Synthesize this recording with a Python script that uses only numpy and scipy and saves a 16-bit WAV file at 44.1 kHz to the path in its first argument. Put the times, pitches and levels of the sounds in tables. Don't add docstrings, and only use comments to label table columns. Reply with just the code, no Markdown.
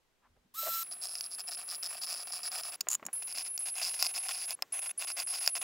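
import sys
import numpy as np
from scipy import signal
from scipy.fft import rfft, irfft, next_fast_len
from scipy.io import wavfile
from scipy.ndimage import uniform_filter1d

SR = 44100
rng = np.random.default_rng(int(sys.argv[2]) if len(sys.argv) > 2 else 0)


def wav_record(signal):
    frames = np.transpose(np.atleast_2d(signal))
    bounded = np.clip(frames, -1, 1)
    quanta = np.round(bounded * 32767).astype(np.int16)
    wavfile.write(sys.argv[1], SR, quanta)


N = 248268
T = np.arange(N) / SR
LAPSE_S = .833

# f/Hz, level/dB
ROOM_NOISE = [(20, -7.5), (60, -13), (150, -16), (400, -15), (1200, -19.5), (3000, -23.5), (7000, -29),
              (15000, -35.5)]
# pressed t/s, released t/s, first whistle f/Hz, settled whistle f/Hz,
# level/dB, change under full load/dB, strength of the whistle's reflection (0-1)
TRIGGER_PULLS = [(.8, 2.758, 10770, 10540, -47.5, 6, 0.26), (3.128, 3.569, 10580, 10590, -40, -4, 0),
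                 (3.588, 4.551, 10660, 10600, -39, -1.5, 0.01),
                 (4.721, 4.916, 10660, 10660, -38.5, -2.5, 0.17),
                 (4.975, 5.255, 10670, 10700, -39.5, -2.5, 0.18),
                 (5.261, 5.703, 10660, 10730, -38.5, -1, 0.21)]
# f/Hz, width/Hz, level/dB
PADDLE_MODES = [(4690, 130, -1), (4870, 180, 2.5), (5108, 220, 7.5), (5160, 231, -43), (6940, 136, -7.5),
                (8260, 230, -11), (9850, 470, -10), (13300, 370, -36), (16500, 1300, -27)]
# f/Hz, width/Hz, level/dB
YELLOW_TRAY_MODES = [(735, 70, 3), (785, 230, -4), (1076, 110, 1), (1420, 65, -3), (1670, 710, -6),
                     (2112, 215, 1.5), (2480, 270, 4.5), (2644, 130, 4), (3386, 130, 1), (6150, 180, 3),
                     (6870, 250, 3), (8300, 200, -15), (12500, 2800, -13), (17000, 3300, -10)]


def undb(db):
    return 10 ** (np.asarray(db) / 20)


def unit(x):
    return x / np.sqrt(np.mean(x ** 2))


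def walk(rate):
    size = max(int(SR / rate), 1)
    steps = np.repeat(rng.standard_normal(N // size + 1), size)
    return unit(uniform_filter1d(steps, size)[:N])


def noise(points):
    hz, db = np.transpose(points)
    size = next_fast_len(N, True)
    f = np.arange(size // 2 + 1) * SR / size
    colour = undb(np.interp(np.log(f + 1), np.log(hz), db))
    return unit(irfft(rfft(rng.standard_normal(size)) * colour, size)[:N])


def ring(modes):
    t = T[:4096]
    tones = sum(undb(db) * width * np.exp(-np.pi * width * t) * np.cos(2 * np.pi * hz * t)
                for hz, width, db in modes)
    tones = signal.sosfilt(signal.butter(4, 0.73 * modes[0][0], "high", fs=SR, output="sos"), tones)
    return tones / np.sqrt(np.sum(tones ** 2))


def through(x, response):
    return signal.fftconvolve(x, response)[:N]


def gate(start, end, edge_s):
    return np.clip((T - start) / edge_s + .5, 0, 1) * np.clip((end - T) / edge_s + .5, 0, 1)


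def blows(events, body, crunch, crunch_s, contact_hz, ring_s):
    out = np.zeros(N + 4096)
    contact = signal.butter(2, contact_hz, fs=SR, output="sos")
    for (s, db), grit in zip(events, rng.standard_normal((len(events), 4096))):
        push = crunch * grit * np.exp(-T[:4096] / crunch_s)
        push[0] += 1
        hit = signal.sosfilt(contact, signal.fftconvolve(push, body)[:4096])
        start = int(s * SR)
        out[start:start + 4096] += undb(db) * hit * np.sqrt(ring_s * SR / np.sum(hit ** 2))
    return out[:N]


def room_tone(lapse, hum_hz=243):
    fast_room = [(20, -9.5), (100, -4.5), (200, 2), (500, 3), (900, -1.5), (2000, -3.5), (5000, -10.5),
                 (7200, -8), (10000, -17), (15500, -10.5)]
    hum = undb(-83) * np.sin(2 * np.pi * hum_hz * T) * gate(0.22, LAPSE_S, .05)
    return (1 - lapse) * undb(-78) * noise(ROOM_NOISE) + lapse * undb(-67) * noise(fast_room) + hum


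def room_echo(x, die_away_s=0.022, echo_db=-19):
    tail = rng.standard_normal(4096) * undb(-60 * T[:4096] / die_away_s)
    return x + undb(echo_db) * through(x, tail / np.sqrt(np.sum(tail ** 2)))


def brushes():
    rubs = [(0.252, 0.037, 1080, 910, -68.5), (0.342, 0.091, 45, 50, -72), (0.37, .018, 200, 900, -70.5),
            (0.459, 0.023, 186, 160, -72), (0.637, 0.0079, 620, 90, -44.5), (0.679, .018, 628, 90, -39),
            (.675, 0.02, 1150, 2050, -45.5), (0.705, 0.097, 70, 201, -70.5),
            (.868, 0.0031, 2400, 1100, -55), (3.03, 0.007, 270, 260, -51), (3.072, .024, 217, 170, -57)]
    out = 0
    for s, length, hz, width, db in rubs:
        swell = np.exp(-2 * np.minimum(((T - s) / length) ** 2, 20))
        band = signal.iirpeak(hz, hz / width, fs=SR)
        rub = signal.lfilter(*band, signal.lfilter(*band, rng.standard_normal(N))) * swell
        out = out + rub * undb(db) * np.sqrt(length * SR / np.sum(rub ** 2))
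    return out


def bench_bumps():
    bumps = [(2.8705, -29.5), (2.8866, -47), (2.997, -44), (3.028, -33.5), (3.051, -45), (3.066, -41),
             (3.0855, -34.5), (4.5905, -43), (4.623, -28.5)]
    bench_modes = [(613, 240, -11), (865, 450, -13), (1100, 150, -3), (1760, 960, -7)]
    return blows(bumps, ring(bench_modes), crunch=0.067, crunch_s=0.0075, contact_hz=1550, ring_s=0.00042)


def judder(start_s=2.899, gap_s=.00405, count=14):
    ticks = [(2.81, -20.5), (2.8864, -15), (3.053, -34), (3.0645, -23)]
    squeak_modes = [(1100, 390, -15.5), (2900, 140, -15), (5200, 260, -25), (7070, 330, 5), (6830, 80, 3.5),
                    (8240, 440, -8.5), (9183, 378, -9.5), (10400, 540, -10), (12800, 1100, -23),
                    (14600, 630, -17)]
    late, force = rng.standard_normal((count, 2)).T
    slip_s = start_s + gap_s * (np.arange(count) + 0.11 * late)
    slip_db = np.linspace(-29, -21, count) + 5.5 * force
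    events = ticks + list(zip(slip_s, slip_db))
    return blows(events, ring(squeak_modes),
                 crunch=0.21, crunch_s=0.0017, contact_hz=18000, ring_s=0.00039)


def paddle_knocks(tray_db=-9, firm_knock_db=-12.5, tray_growth=0.24):
    knocks = [(1.154, -21.5), (1.209, -19), (1.8277, -25), (2.0355, -23.5), (2.635, -25.5), (2.743, -31),
              (2.8077, -19), (2.8098, -18), (3.3255, -26), (3.384, -19), (3.5774, -21.5), (4.026, -9),
              (4.06, -20), (4.066, -18), (4.507, -19), (4.6228, -14.5), (5.2008, -19), (5.4625, -19),
              (5.4761, -6.5)]
    snap = [(11840, 6700, 0)]
    paddle = ring(PADDLE_MODES) + undb(-11) * ring(snap)
    wires = blows(knocks, paddle, crunch=0.21, crunch_s=0.0012, contact_hz=15700, ring_s=0.00022)
    shoves = [(s, db + tray_db + tray_growth * (db - firm_knock_db)) for s, db in knocks]
    return wires + blows(shoves, ring(YELLOW_TRAY_MODES),
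                         crunch=0.11, crunch_s=0.0013, contact_hz=14000, ring_s=0.00019)


def stroke_pressure(edge_s=0.0034, idle_wall_db=-65, idle_paste_db=-62, arch_db=2.5, wobble_db=1.9):
    strokes = [(0.913, 0.028, -45, -62), (1.015, 0.06, -39, -63), (1.083, 0.12, -45.5, -67),
               (1.222, 0.048, -46.5, -65), (1.305, .052, -44.5, -71), (1.384, 0.032, -42, -49.5),
               (1.473, 0.024, -45, -50.5), (1.508, .047, -38, -56), (1.572, 0.065, -49.5, -54),
               (1.677, 0.084, -40.5, -53), (1.829, 0.046, -34.5, -49), (1.882, .11, -50, -53.5),
               (2.012, 0.046, -38.5, -58), (2.066, 0.084, -38, -49), (2.156, 0.079, -41, -50),
               (2.268, 0.042, -47, -51), (2.319, 0.062, -38.5, -50.5), (2.374, 0.049, -53, -51.5),
               (2.431, 0.056, -38, -49), (2.513, 0.1, -40, -45), (2.633, 0.07, -47.5, -53),
               (2.718, 0.08, -48, -45), (3.222, 0.014, -44.5, -49), (3.271, 0.049, -47, -53),
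               (3.347, 0.081, -40, -46.5), (3.445, 0.036, -43.5, -48.5), (3.591, 0.043, -55.5, -55.5),
               (3.655, 0.048, -46, -47), (3.752, 0.089, -48, -44), (3.816, .08, -34.5, -48.5),
               (3.895, 0.093, -45, -48.5), (3.991, .082, -33.5, -43.5), (4.081, .034, -46.5, -48.5),
               (4.139, 0.05, -38.5, -44.5), (4.192, .034, -54, -54), (4.228, 0.049, -44.5, -44.5),
               (4.285, 0.039, -38.5, -38), (4.329, .13, -42, -49.5), (4.478, 0.053, -46.5, -43),
               (4.721, .078, -58, -47.5), (4.817, 0.06, -50, -46.5), (4.893, 0.031, -69, -45),
               (4.993, 0.057, -45.5, -43.5), (5.071, .052, -39.5, -42.5), (5.166, 0.069, -41.5, -41),
               (5.272, 0.12, -39.5, -46.5), (5.404, 0.094, -43, -46.5), (5.552, 0.031, -38.5, -39.5),
               (5.613, 0.018, -51.5, -38.5)]
    wall, paste = np.full(N, undb(idle_wall_db)), np.full(N, undb(idle_paste_db))
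    for start, length, wall_db, paste_db in strokes:
        now = slice(int((start - edge_s / 2) * SR), int((start + length + edge_s / 2) * SR))
        from_centre = np.abs(T[now] - start - length / 2)
        contact = np.clip((length / 2 - from_centre) / edge_s + .5, 0, 1)
        pressed = contact * undb(-arch_db * (2 * from_centre / length) ** 2)
        wall[now] += undb(wall_db) * pressed
        paste[now] += undb(paste_db) * pressed
    hand = undb(wobble_db * np.clip(walk(45), -2, 1))
    return wall * hand, paste * hand


def rattle(turns, decay_turns, rub, scatter_db, grain_db):
    position = np.abs(turns + .12 * walk(120))
    force = undb(scatter_db * np.clip(rng.standard_normal(4096), -2, 2))[position.astype(int)]
    slap = force * np.exp(-(position % 1) / decay_turns)
    grit = rng.standard_normal(N) * undb(grain_db * np.clip(walk(2500), -2, 2))
    push = (slap + rub) * grit
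    return push / np.sqrt(uniform_filter1d(push ** 2, size=1500) + 1e-9)


def trays(x, swap_s=3.1):
    blue_tray_modes = [(719, 95, 6), (804, 450, -15), (1212, 270, 2.5), (1470, 240, -11), (1810, 360, -4),
                       (2280, 87, 0.5), (2570, 170, 3), (3270, 200, -4.5), (5940, 140, -15.5),
                       (7500, 130, -6), (7550, 250, -3.5), (8570, 380, -5.5), (13000, 530, -9),
                       (16200, 2200, -6)]
    return np.where(T < swap_s, through(x, ring(blue_tray_modes)), through(x, ring(YELLOW_TRAY_MODES)))


def mixing(turns, wall, paste):
    turning = sum(gate(pressed, released, 0.005) for pressed, released, *_ in TRIGGER_PULLS)
    rub = np.interp(T, [1.5, 2.3, 5.6], [.09, .32, .44])
    slaps = wall * rattle(turns, decay_turns=0.14, rub=rub, scatter_db=4, grain_db=1.6)
    churn = paste * rattle(turns, decay_turns=0.54, rub=rub / 2, scatter_db=5, grain_db=4)
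    wires = undb(-2) * through(slaps, ring(PADDLE_MODES))
    return turning * (wires + trays(undb(-0.5) * churn + undb(-18) * slaps))


def drill_start(start_s=0.538, full_hz=1337, run_up_s=.0135, attack_s=0.0074, hiss_rise_s=0.085):
    overtones = [(1, 0), (2, -26), (3, -8.5), (4, -12), (5, -13), (6, -13), (8, -27), (9, -6.5), (10, -2),
                 (11, -6)]
    whine_levels = [(0.545, -59.5), (0.573, -50), (0.589, -39), (0.611, -46), (0.763, -40.5),
                    (0.795, -43.5), (0.83, -45)]
    fan_noise = [(100, -11.5), (450, -20.5), (800, -15), (1100, -4), (2100, -4.5), (3500, 0.5), (5200, 2),
                 (6200, 0.5), (7600, 3), (10000, 0), (12300, 5.5), (14000, 9.5), (15700, 4)]
    age = np.maximum(T - start_s, 0)
    hz = full_hz * (1 - .34 * np.exp(-age / run_up_s)) * (1 + 0.00201 * walk(20))
    phase = 2 * np.pi * np.cumsum(hz * (1 + 0.0015 * walk(250))) / SR
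    whine = sum(undb(db + min(k / 2, 2) * walk(59.7)) * np.sin(k * phase) for k, db in overtones)
    whine_db = np.interp(T, *np.transpose(whine_levels))
    hiss = noise(fan_noise) * (1 + 0.12 * np.sin(phase / 6))
    hiss_db = -37 - 12.5 * np.maximum(1 - age / hiss_rise_s, 0)
    running = gate(start_s, LAPSE_S, 0.0022) * np.minimum(age / attack_s, 1)
    return (np.sqrt(2) * whine * undb(whine_db) + hiss * undb(hiss_db)) * running


def motor_load(wall, smooth_s=.03, half_load_db=-48):
    drag = uniform_filter1d(wall, int(smooth_s * SR))
    return drag / (drag + undb(half_load_db))


def drill_whistle(load, sag_hz=59.6, drift_hz=15, surge_db=7.5, flutter_db=1.62, air_db=-56):
    air_noise = [(200, -13), (1500, -5), (5000, -26), (8500, -3.5), (10000, 5.5), (10900, 16.5),
                 (11800, -8), (13500, 1), (15700, -5)]
    spin_up_s, surge_s, settle_s, coast_s, brake_s = .0014, .028, .4, .06, .0011
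    fade_at_s, fade_period_s, cycles_per_turn = 1.075, .11, 60
    hz, db, running = np.zeros(N), np.zeros(N), np.zeros(N)
    mirrored = np.exp(2j * np.pi * ((T - fade_at_s) / fade_period_s + 0.054 * walk(15)))
    for pressed, released, first_hz, settled_hz, pull_db, load_db, reflection in TRIGGER_PULLS:
        age, since_release = np.maximum(T - pressed, 0), np.maximum(T - released, 0)
        rise = 1 - np.exp(-age / spin_up_s)
        full_hz = settled_hz + (first_hz - settled_hz) * np.exp(-age / settle_s) - sag_hz * load
        hz = np.where(T > pressed, full_hz * rise * np.exp(-since_release / coast_s), hz)
        fade_db = 20 * np.log10(np.abs(1 - reflection * mirrored))
        level_db = pull_db + load_db * load + fade_db + surge_db * np.exp(-age / surge_s)
        db = np.where(T > pressed, level_db, db)
        running = np.where(T > pressed, rise ** 5 * np.exp(-since_release / brake_s), running)
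    unsteady_hz = (hz + drift_hz * walk(25)) * (1 + .001 * walk(150) + .0025 * walk(1500))
    cycles = np.cumsum(unsteady_hz) / SR
    whistle = np.sqrt(2) * np.sin(2 * np.pi * cycles) * undb(db + flutter_db * walk(90))
    air = undb(air_db + 3.9 * walk(27)) * noise(air_noise)
    return running * (whistle + air), cycles / cycles_per_turn


def scene():
    lapse = np.clip((T - LAPSE_S) / 0.0026 + .5, 0, 1)
    wall, paste = stroke_pressure()
    whistle, turns = drill_whistle(motor_load(wall))
    clatter = judder() + bench_bumps()
    room = room_tone(lapse)
    drill_and_handling = drill_start() + brushes()
    sped_up = lapse * whistle + room_echo(lapse * mixing(turns, wall, paste) + paddle_knocks() + clatter)
    mid = room + drill_and_handling + sped_up
    side = undb(-80.5) * noise(ROOM_NOISE)
    return np.array([mid + side, mid - side])


def record(dry, top_hz=15740):
    return signal.sosfilt(signal.ellip(10, .2, 80, top_hz, fs=SR, output="sos"), dry)


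dry = scene()
out = record(dry)
wav_record(out)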